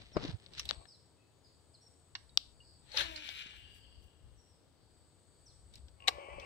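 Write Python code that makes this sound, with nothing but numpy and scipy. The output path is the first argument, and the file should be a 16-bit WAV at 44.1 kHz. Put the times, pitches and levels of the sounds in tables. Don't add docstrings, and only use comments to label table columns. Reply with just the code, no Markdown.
import sys
import numpy as np
from scipy import signal
from scipy.fft import rfft, irfft
from scipy.io import wavfile

SR = 44100
rng = np.random.default_rng(int(sys.argv[2]) if len(sys.argv) > 2 else 0)


def wav_record(signal):
    frames = np.transpose(np.atleast_2d(signal))
    bounded = np.clip(frames, -1, 1)
    quanta = np.round(bounded * 32767).astype(np.int16)
    wavfile.write(sys.argv[1], SR, quanta)


N = 284445
TIME = np.arange(N) / SR
RELEASE_S, SPIN_UP_S = 2.94, 0.075


def cast():
    # frequency in Hz, width in Hz, relative level in dB.
    spool_modes = [(1545, 330, 0), (2363, 210, 7), (2944, 203, 10), (3250, 350, 6.5), (3660, 460, 5.5),
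                   (4480, 400, 0.5), (4900, 1700, -7)]
    # frequency in Hz, width in Hz, relative level in dB.
    bearing_modes = [(1620, 60, -6), (2840, 87, 7), (3120, 45, 7), (3340, 40, 3.5)]
    # start in seconds, hold in seconds, level in dB.
    line_surges = [(3.04, 0.11, -69), (3.266, .13, -67), (3.565, 0.02, -74.5), (3.753, 0.015, -71),
                   (4.03, 0.029, -78.5)]
    rise_db_per_s = 209
    half_order_db = -4
    scrape_gain = 3.8

    speed = spool_speed()
    turns = np.cumsum(speed * (1 + 0.00888 * drift(60))) / SR
    drag = 0
    for order in np.arange(4, 20, 0.5):
        level_db = half_order_db * (order % 1 > 0) + 3 * drift(25)
        drag = drag + from_db(level_db) * np.sin(2 * np.pi * (order * turns + rng.random()))
    drag = rms_one(drag * (speed > 0))
    scrape = friction(500, grain_db=-3) * (1 + 0.5 * np.cos(2 * np.pi * turns))
    whirr = rms_one(band(resonate(drag + scrape_gain * scrape, spool_modes), 1165, 8800))
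    whirr = whirr * from_db(1.5 * drift(45))

    hum = 0
    for order in (1, 2, 3):
        phase = 2 * np.pi * order * turns + 0.5 * drift(120)
        hum = hum + from_db(3.5 * drift(90)) * np.sin(phase)
    hum = rms_one(hum)
    bearing = rms_one(band(resonate(scrape, bearing_modes), 1400, 3700, order=3))
    line = rms_one(band(friction(600, grain_db=2), 3800, 15000))

    spun_s = RELEASE_S + SPIN_UP_S
    whirr = whirr * from_db(-50) * envelope(spun_s, 0.4, rise_db_per_s, fall_db_per_s=66)
    hum = hum * from_db(-57.5) * envelope(spun_s, 0.13, rise_db_per_s, fall_db_per_s=100)
    bearing = bearing * from_db(-57) * envelope(spun_s, 0.6, rise_db_per_s, fall_db_per_s=36)
    line = line * sum(from_db(db) * envelope(s, hold_s, rise_db_per_s=267, fall_db_per_s=208)
                      for s, hold_s, db in line_surges)

    body = place(band(whirr, 297, 3170, order=4) + bearing, pan_db=7.5, lag_s=0.000526)
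    hiss = band(whirr, 3940, 12700, order=4)
    return body + place(hiss + hum + line, pan_db=4.0, lag_s=0.000528)


def spool_speed():
    top_turns_per_s, brake_turns_per_s2 = 338, 185
    since = TIME - RELEASE_S
    spin_up = np.sin(np.pi / 2 * np.clip(since / SPIN_UP_S, 0, 1))
    braked = top_turns_per_s - brake_turns_per_s2 * np.maximum(since - SPIN_UP_S, 0)
    return spin_up * np.maximum(braked, 0)


def swing():
    # frequency in Hz, relative level in dB.
    swish_colour = [(180, -70.5), (300, -32.5), (590, -11.5), (674, -26.5), (863, -12), (1050, -23),
                    (1750, -14.5), (2440, -14.5), (3690, -10.5), (4280, -5), (4800, -23), (5850, -22.5),
                    (7750, -32.5), (9930, -34.5), (15500, -45)]
    # frequency in Hz, relative level in dB.
    yank_colour = [(800, -24.5), (1250, -9), (1700, 0.5), (2300, -4.5), (3100, 2.5), (3800, 2),
                   (4400, -6.5), (4900, -15), (6000, -10.5), (7800, -33.5), (10000, -21.5), (15500, -35.5)]
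    swish_s, swish_hold_s, swish_db = 2.962, 0.045, -38.5
    yank_s, yank_hold_s, yank_db = 2.975, 0.034, -33.5

    flutter = from_db(1.2 * drift(220))
    rush = from_db(swish_db) * colour(friction(2200, grain_db=-4), swish_colour)
    swish = 0
    for low_hz, high_hz, late_s in [(204, 1760, 0.012), (2200, 25000, 0.015)]:
        gain = envelope(swish_s + late_s, swish_hold_s, rise_db_per_s=300, fall_db_per_s=340)
        swish = swish + band(rush, low_hz, high_hz, order=3) * gain
    yank = from_db(yank_db) * envelope(yank_s, yank_hold_s, rise_db_per_s=2994, fall_db_per_s=893)
    rasp = yank * colour(friction(5000, grain_db=1.0), yank_colour)
    return place(flutter * (swish + rasp), pan_db=9.5, lag_s=0.000537)


def clicks():
    # frequency in Hz, width in Hz, relative level in dB.
    reel_modes = [(430, 150, -9), (750, 91, -3), (1152.6, 130, -9.5), (1606, 130, -8), (2217, 300, 0.5),
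                  (2690, 390, 3.5), (3807, 340, 6.5), (4500, 670, 5.5), (5770, 280, -3), (6990, 250, -12),
                  (8150, 1200, -20.5), (13600, 3000, -30)]
    # start in seconds, level in dB at 3-6 kHz over 4 ms,
    # body in dB relative to that, sharp edge in dB relative to that, left-right difference in dB,
    # lowest frequency in Hz, ring of the touched part in Hz, tail in dB relative to the first impulse,
    # rattle decay in seconds, damping by the hand as a factor on the mode widths.
    contacts = [(0.1675, -42.5, 9.5, -28, -1.5, 457, 1240, -38, 0.0035, 1.2),
                (0.4622, -50.5, -27, -37, 19, 700, 4200, -58, 0.00035, 0.75),
                (0.535, -49.5, -14, -20, -1.5, 700, 3640, -43, 0.0072, 1.4),
                (0.579, -43, -10, -11, 3, 1070, 4000, -42, 0.0091, 2),
                (0.595, -32.5, -14, -12, 2, 1060, 5560, -48, 0.0054, 2),
                (0.654, -43, -16, -7.5, -1.5, 700, 3570, -41, 0.0036, 0.93),
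                (0.69, -28.5, -24, -19, 8, 1390, 4030, -48, 0.0042, 1),
                (0.7002, -40, -6.5, -16.5, -1.5, 700, 3500, -54.5, 0.0033, 1.2),
                (0.7093, -29, -2.5, -27, 17.5, 440, 4000, -55, .0002, 2.8),
                (0.736, -65, 4, -20, 10, 600, 3600, -51, .002, 1.5),
                (0.854, -61.5, 6.5, -24, 20, 486, 1730, -55, .003, 1),
                (2.1518, -36.5, -2.5, -54, -3.5, 770, 1670, -42, 0.0041, 1.4),
                (2.293, -59.5, -50.5, -53, -2, 700, 3800, -52, 0.0036, 1),
                (2.3737, -16, -20.5, -20.5, 6, 610, 4300, -54, 0.0013, 1.37),
                (2.918, -47, -25, -31, 5, 696, 4060, -46, 0.0026, 0.67),
                (2.9698, -35, -13, -37, 8, 900, 3570, -47, .0007, 0.73),
                (2.9733, -23.5, -18, -46, 10.5, 915, 3520, -54, 0.00058, 1.6),
                (3.01, -38.5, 7.5, -26, 8.5, 970, 1690, -28, .002, 1),
                (3.16, -38, -20, -20, -4, 880, 4040, -35, .01, 1.3),
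                (3.289, -39, -10.5, -28, 10.5, 500, 4150, -39, 0.0033, 1.9),
                (3.535, -70, 10.5, -18.5, 8, 500, 910, -43, .003, 0.92),
                (5.738, -54, -17, -15, 6.5, 694, 4360, -46, .005, 0.56),
                (5.756, -51, -24, -8, -0.5, 700, 4500, -41, 0.0031, 1.6),
                (5.779, -63, -20, -15, 11, 694, 4370, -47, 0.0036, 0.83),
                (5.883, -61, -6, -18, 4.5, 696, 4100, -49.5, 0.0038, 1.5),
                (6.074, -35, 2.5, -16, 12, 720, 2250, -48, 0.0014, 0.77),
                (6.0777, -28.5, -6, -18, 3, 760, 5200, -51, 0.0037, 1.9),
                (6.0813, -18.5, -6, -12.5, 11, 377, 3980, -64, 0.0026, 0.83),
                (6.0864, -35, 8.5, -17, 5, 360, 2280, -62, .002, 0.57),
                (6.0878, -34, -3, -8, 0.5, 357, 2520, -39.5, 0.0052, 1.7),
                (6.398, -51, -2, -9, 14, 500, 3450, -28, 0.0024, 1.1)]
    # start in seconds, frequency in Hz, level in dB, decay in seconds.
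    pings = [(0.71, 3450, -69, 0.14), (2.153, 2830, -46.5, 0.01), (2.294, 3780, -70.5, 0.078),
             (2.603, 2860, -52.5, .014), (2.943, 525, -46, 0.018), (2.944, 876, -48, 0.027),
             (6.422, 2670, -49, 0.02)]
    rattle_db, tail_s, uneven_db = -17, 0.053, 3
    part_width_hz, part_db = 230, 2.5
    lag_s_per_db = 0.000028

    out, t = np.zeros((2, N)), np.arange(SR // 6) / SR
    for s, main_db, low_db, top_db, pan_db, lowest_hz, part_hz, tail_db, rattle_s, damping in contacts:
        decay = from_db(rattle_db) * np.exp(-t / rattle_s) + from_db(tail_db) * np.exp(-t / tail_s)
        force = rng.standard_normal((2, len(t))) * decay
        force[:, 0] += 1
        modes = [(hz, width * damping, db + uneven_db * rng.standard_normal()) for hz, width, db in reel_modes]
        ring = resonate(force, modes + [(part_hz, part_width_hz * damping, part_db)])
        mid_db = -1.5 + 0.39 * low_db
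        parts = [(lowest_hz, 1950, low_db), (1950, 3150, mid_db), (3150, 6400, 0), (7800, 15500, top_db)]
        tick = sum(from_db(db) * rms_one(band(ring, low, high, order=3)) for low, high, db in parts)
        scale = np.sqrt(0.004 / t[-1] * 2 / (from_db(pan_db) + from_db(-pan_db)))
        add(out, s, place(tick * scale * from_db(main_db), pan_db, lag_s=lag_s_per_db * pan_db))
    for s, hz, db, decay_s in pings:
        shape = (np.exp(-t / decay_s) - np.exp(-t / 0.0013)) * (1 - t / t[-1])
        add(out, s, from_db(db) * np.sin(2 * np.pi * hz * t) * shape)
    return out


def winding():
    # frequency in Hz, width in Hz, relative level in dB.
    gear_modes = [(310, 38, 0), (480, 510, 1.5), (870, 330, 3.5), (1105, 67, 5.5), (2246, 300, -0.5),
                  (2530, 620, -4.5), (3040, 330, -8)]
    # time in seconds, rate in Hz.
    mesh_rate = [(0.72, 317.6), (0.86, 343), (6.08, 271.9), (6.13, 286.8), (6.2, 291.3), (6.25, 271.1),
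                 (6.31, 287.9), (6.35, 293.3), (6.4, 281.7), (6.45, 259)]
    # start in seconds, hold in seconds, low grind in dB, high whine in dB.
    winds = [(0.72, 0.11, -63, -79), (6.091, .4, -53.5, -57.5)]
    # start in seconds, level in dB before a common boost.
    gear_knocks = [(6.125, -60), (6.184, -42.5), (6.286, -45.5), (6.383, -43)]
    # start in seconds, level in dB.
    pawl_ticks = [(6.004, -48), (6.023, -46.5), (6.041, -48)]
    knock_boost_db, knock_hz, knock_s = 7, 560, 0.0057
    pawl_hz, pawl_s = 2800, 0.0033
    mesh_db, whine_db = -20, -8

    teeth = friction(1900, grain_db=-2.0) * from_db(2.0 * drift(70))
    meetings = np.cumsum(np.interp(TIME, *np.transpose(mesh_rate)) * (1 + 0.00813 * drift(90))) / SR
    whine = 0
    for overtone in np.arange(2, 12):
        tone = np.sin(2 * np.pi * (overtone * meetings + rng.random()))
        whine = whine + from_db(5 * drift(22)) * tone
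    housing = resonate(teeth + from_db(whine_db) * rms_one(whine), gear_modes)
    grind = rms_one(band(housing, 284, 1280, order=3)) + from_db(mesh_db) * rms_one(band(teeth, 370, 4600))
    sing = rms_one(band(housing, 1920, 4670, order=3))
    out = 0
    for s, hold_s, low_db, high_db in winds:
        gain = envelope(s, hold_s, rise_db_per_s=225, fall_db_per_s=695)
        out = out + (from_db(low_db) * grind + from_db(high_db) * sing) * gain

    t = np.arange(SR // 12) / SR
    knock = np.sin(2 * np.pi * knock_hz * t) * np.exp(-t / knock_s) * (1 - np.exp(-t / 0.00053))
    for s, db in gear_knocks:
        add(out, s, from_db(db + knock_boost_db) * knock)
    for s, db in pawl_ticks:
        add(out, s, from_db(db) * np.sin(2 * np.pi * pawl_hz * t) * np.exp(-t / pawl_s))
    return place(out, pan_db=6.5, lag_s=0.00043)


def handling():
    # centre in seconds, level in dB, pitch in Hz,
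    # decay to either side in seconds, left-right difference in dB.
    bumps = [(0.1683, -18, 392, 0.0011, 8), (0.171, -25.5, 600, 0.0029, 5), (0.174, -32.5, 285, 0.0016, 6),
             (0.251, -31, 297, 0.0029, 5), (0.293, -40, 145, 0.0046, -23.5),
             (0.346, -42.5, 100.4, 0.0088, -28), (3.462, -50.5, 200, 0.0016, 3)]
    # start in seconds, hold in seconds, dull part in dB, crisp part in dB.
    strokes = [(0.0, 0.03, -60, -59.5), (0.05, 0.12, -74, -66.5), (0.178, 0.095, -48, -60),
               (0.231, 0.072, -48, -49), (0.33, 0.03, -64, -69), (0.4, 0.078, -67, -68.5),
               (0.526, .006, -59.5, -63), (0.58, 0.0077, -59, -46), (0.618, 0.087, -65.5, -59.5),
               (0.714, 0.019, -59, -56), (0.756, 0.08, -72.5, -73), (2.858, 0.0099, -98, -76),
               (5.746, 0.028, -83, -67)]
    # frequency in Hz, relative level in dB.
    rub_dull, rub_crisp = [(41, -4), (70, 5.5), (145, 5), (224, -2.5), (327, -3.5), (627, -7), (800, -11),
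                           (1900, -19.5), (2700, -30), (3600, -45), (5720, -120)], [(760, -17), (1300, -3), (1850, 6), (2420, 6), (3860, 11),
                                             (4700, 6.5), (5440, 2), (8850, -21), (14400, -36),
                                             (15500, -31.5)]
    scuff_db, scuff_s = -15, 0.0056

    out, t = np.zeros((2, N)), np.arange(-SR // 40, SR // 40) / SR
    dull, crisp = 0, 0
    for s, db, hz, length, pan_db in bumps:
        thud = from_db(db) * np.cos(2 * np.pi * hz * t) * np.exp(-np.abs(t / length))
        add(out, s + t[0], place(thud, pan_db, lag_s=0))
        dull = dull + from_db(db + scuff_db) * np.exp(-np.minimum(np.abs(TIME - s) / scuff_s, 20))
    for s, hold_s, dull_db, crisp_db in strokes:
        stroke = envelope(s, hold_s, rise_db_per_s=435, fall_db_per_s=468.5)
        dull = np.hypot(dull, from_db(dull_db) * stroke)
        crisp = np.hypot(crisp, from_db(crisp_db) * stroke)
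    catching = from_db(1.93 * drift(109))
    dull_rub = dull * colour(friction(500, grain_db=-3.0), rub_dull)
    crisp_rub = crisp * colour(friction(300, grain_db=1), rub_crisp)
    out += place(catching * dull_rub, pan_db=7.5, lag_s=0)
    return out + place(catching * crisp_rub, pan_db=2.0, lag_s=-0.00017)


def birds():
    # start in seconds, length in seconds, start frequency in Hz, end frequency in Hz,
    # upward arch in Hz, level in dB before distance loss, direct sound in relative dB before screening.
    bird_notes = [(0.122, 0.075, 5850, 3980, 150, -55.5, 8), (0.741, 0.045, 4820, 3570, 2, -56.5, 4),
                  (0.855, 0.068, 5580, 5340, -1, -62, -10), (0.865, 0.115, 5340, 3400, 404, -61, 9.5),
                  (1.172, 0.07, 2590, 2555, 2, -75.5, 2), (1.434, 0.046, 5460, 3360, 195, -56.5, -4),
                  (1.739, 0.025, 5200, 3660, 3, -53.5, 8.5), (1.805, 0.058, 5350, 5180, 447, -71, 9),
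                  (1.86, 0.029, 5700, 5200, -80, -65.5, 14.5), (2.632, 0.11, 5450, 4420, 5, -67, -8),
                  (4.356, 0.069, 6090, 5130, -3, -65.5, -7), (4.458, .11, 5610, 4560, 201.5, -72, -3),
                  (5.454, 0.078, 6390, 3110, -1, -54.5, 6.5)]
    distance_db = -2.5
    screen_db = -6
    echo_db, echo_s = 1, 0.042
    waver = 0.022
    fall_db_per_octave = 19.5

    direct, calls = np.zeros((2, N)), np.zeros((2, N))
    for s, length, start_hz, end_hz, arch_hz, db, direct_db in bird_notes:
        size = int(length * SR)
        glide = np.geomspace(start_hz, end_hz, size) + arch_hz * np.sin(np.linspace(0, np.pi, size))
        hz = glide * (1 + waver * drift(300)[:size])
        level_db = 2.4 * drift(134.1)[:size] + fall_db_per_octave * np.log2(glide / start_hz)
        shape = signal.windows.tukey(size, 0.5) * from_db(level_db)
        note = from_db(db + distance_db) * np.sin(2 * np.pi * np.cumsum(hz) / SR) * shape
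        add(calls, s, note)
        add(direct, s, note * from_db(direct_db + screen_db))
    t = np.arange(SR // 2) / SR
    trees = rng.standard_normal((2, len(t))) * np.exp(-t / (2 * echo_s))
    trees /= np.sqrt(np.sum(trees ** 2) / 2)
    return direct + from_db(echo_db) * signal.fftconvolve(calls, trees, axes=1)[:, :N]


def trills():
    # start of full level in seconds, hold in seconds, level in dB.
    trill_calls = [(1.013, 0.042, -99), (1.49, 0.084, -79.5), (2.675, 0.053, -67), (3.69, 0.29, -71.5),
                   (4.805, 0.25, -80.5), (5.351, 0.092, -83)]
    centre_hz, width_hz, edge_db_per_s = 4667, 400, 118.5
    swell = sum(from_db(db) * envelope(s, hold_s, edge_db_per_s, edge_db_per_s) for s, hold_s, db in trill_calls)
    buzz = band(rng.standard_normal((2, N)), centre_hz - width_hz / 2, centre_hz + width_hz / 2)
    return swell * rms_one(buzz)


def pond():
    # frequency in Hz, width in Hz, mid level in dB.
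    insect_bands = [(4580, 287, -87), (5140, 540, -100), (6920, 440, -89.5), (8075, 565, -76),
                    (9630, 460, -93.5)]
    # time in seconds, level in dB.
    chorus_swell = [(0.0, -77.5), (0.86, -76.5), (1.2, -80), (1.76, -76), (2.3, -77.5), (2.59, -76.5),
                    (2.98, -77.5), (3.63, -79.5), (4.74, -81.5), (5.41, -75), (6.45, -76)]
    # time in seconds, level in dB before gusts.
    breeze_strength = [(0.42, -62.5), (0.67, -54.5), (0.72, -73), (0.79, -53), (0.9, -79), (2.96, -73),
                       (3.01, -50), (3.26, -65.5), (4.06, -59.5), (4.12, -70.5), (4.28, -54), (4.53, -79),
                       (5.86, -61), (6.03, -70.5), (6.16, -59), (6.23, -84), (6.37, -52), (6.45, -68)]
    # frequency in Hz, relative level in dB.
    breeze_colour, air_colour = [(13, -45.5), (22, -5), (45, -5), (60, 7), (136, -11.5), (167, -27.5),
                                 (189, -18), (260, -20), (340, -48), (570, -120)], [(47, -46.5), (80, 1.5), (145, -8), (229, -15),
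                                                        (260, -12), (416, -13.5), (664, -17.5),
                                                        (2540, -32.5), (3800, -57), (4940, -61.5),
                                                        (8360, -120)]
    hiss_colour = [(3000, 2.0), (4200, 3.5), (6200, -5.0), (10000, -12.0), (15500, -12.5)]  # (Hz, dB)
    hush_db, hiss_db, gusty_db = -68, -79, 5.5

    insects = 0
    for hz, width, db in insect_bands:
        drone = rms_one(band(air(2.2), hz - width / 2, hz + width / 2, order=3))
        insects = insects + from_db(db + 2.5 * drift(4.0)) * drone
    swell = np.interp(TIME, *np.transpose(chorus_swell))
    gusts_db = np.interp(TIME, *np.transpose(breeze_strength)) + gusty_db * drift(5.5)
    breeze = from_db(gusts_db) * colour(air(0.94), breeze_colour)
    hush = from_db(hush_db) * colour(air(1.1), air_colour)
    hiss = from_db(hiss_db) * colour(air(0.27), hiss_colour)
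    far = insects * from_db(swell - np.median(swell)) + hush + hiss
    return place(far, pan_db=5.0, lag_s=0) + place(breeze, pan_db=9.0, lag_s=0)


def air(shared):
    return rng.standard_normal((2, N)) + shared * rng.standard_normal(N)


def friction(per_s, grain_db):
    slips = (rng.random(N) < per_s / SR) * rng.standard_normal(N)
    return rms_one(rng.standard_normal((2, N)) + from_db(grain_db) * rms_one(slips))


def resonate(x, modes):
    out = 0
    for k, (hz, width, db) in enumerate(modes):
        r = np.exp(-np.pi * width / SR)
        zeros = np.array([1, 0, -1]) * (1 - r * r) / 2
        poles = [1, -2 * r * np.cos(2 * np.pi * hz / SR), r * r]
        out = out + (-1) ** k * from_db(db) * signal.lfilter(zeros, poles, x + 1e-18)
    return out


def colour(x, spectrum):
    hz, db = np.transpose(spectrum)
    log_hz = np.log(np.fft.rfftfreq(2 * SR * 4, 1 / SR) + 1)
    beyond = np.abs(log_hz - np.clip(log_hz, np.log(hz[0]), np.log(hz[-1])))
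    shape = from_db(np.interp(log_hz, np.log(hz), db) - 40 * beyond)
    return rms_one(irfft(rfft(x, 2 * (len(shape) - 1)) * shape)[..., :N])


def band(x, low_hz, high_hz, order=2):
    edges = [low_hz, min(high_hz, 0.45 * SR)]
    return signal.sosfilt(signal.butter(order, edges, "band", fs=SR, output="sos"), x)


def envelope(start_s, hold_s, rise_db_per_s, fall_db_per_s):
    early, late = np.maximum(start_s - TIME, 0), np.maximum(TIME - start_s - hold_s, 0)
    return from_db(-np.minimum(rise_db_per_s * early + fall_db_per_s * late, 140))


def drift(rate):
    knots = rng.standard_normal(4000)
    return np.interp(TIME * rate, np.arange(len(knots)), knots)


def place(x, pan_db, lag_s):
    left, right = np.broadcast_to(x, (2, x.shape[-1]))
    at = np.arange(len(left))
    delayed = np.interp(at - lag_s * SR, at, right, left=0)
    return np.array([left * from_db(pan_db / 2), delayed * from_db(-pan_db / 2)])


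def add(out, s, sound):
    at = max(round(s * SR), 0)
    out[..., at:at + sound.shape[-1]] += sound[..., :N - at]


def from_db(db):
    return 10 ** (np.asarray(db) / 20)


def rms_one(x):
    return x / np.sqrt(np.mean(x ** 2) + 1e-20)


def scene():
    return cast() + swing() + clicks() + winding() + handling() + birds() + trills() + pond()


def record(dry):
    return signal.sosfilt(signal.cheby2(14, 70, 16700, fs=SR, output="sos"), dry)


dry = scene()
out = record(dry)
wav_record(out)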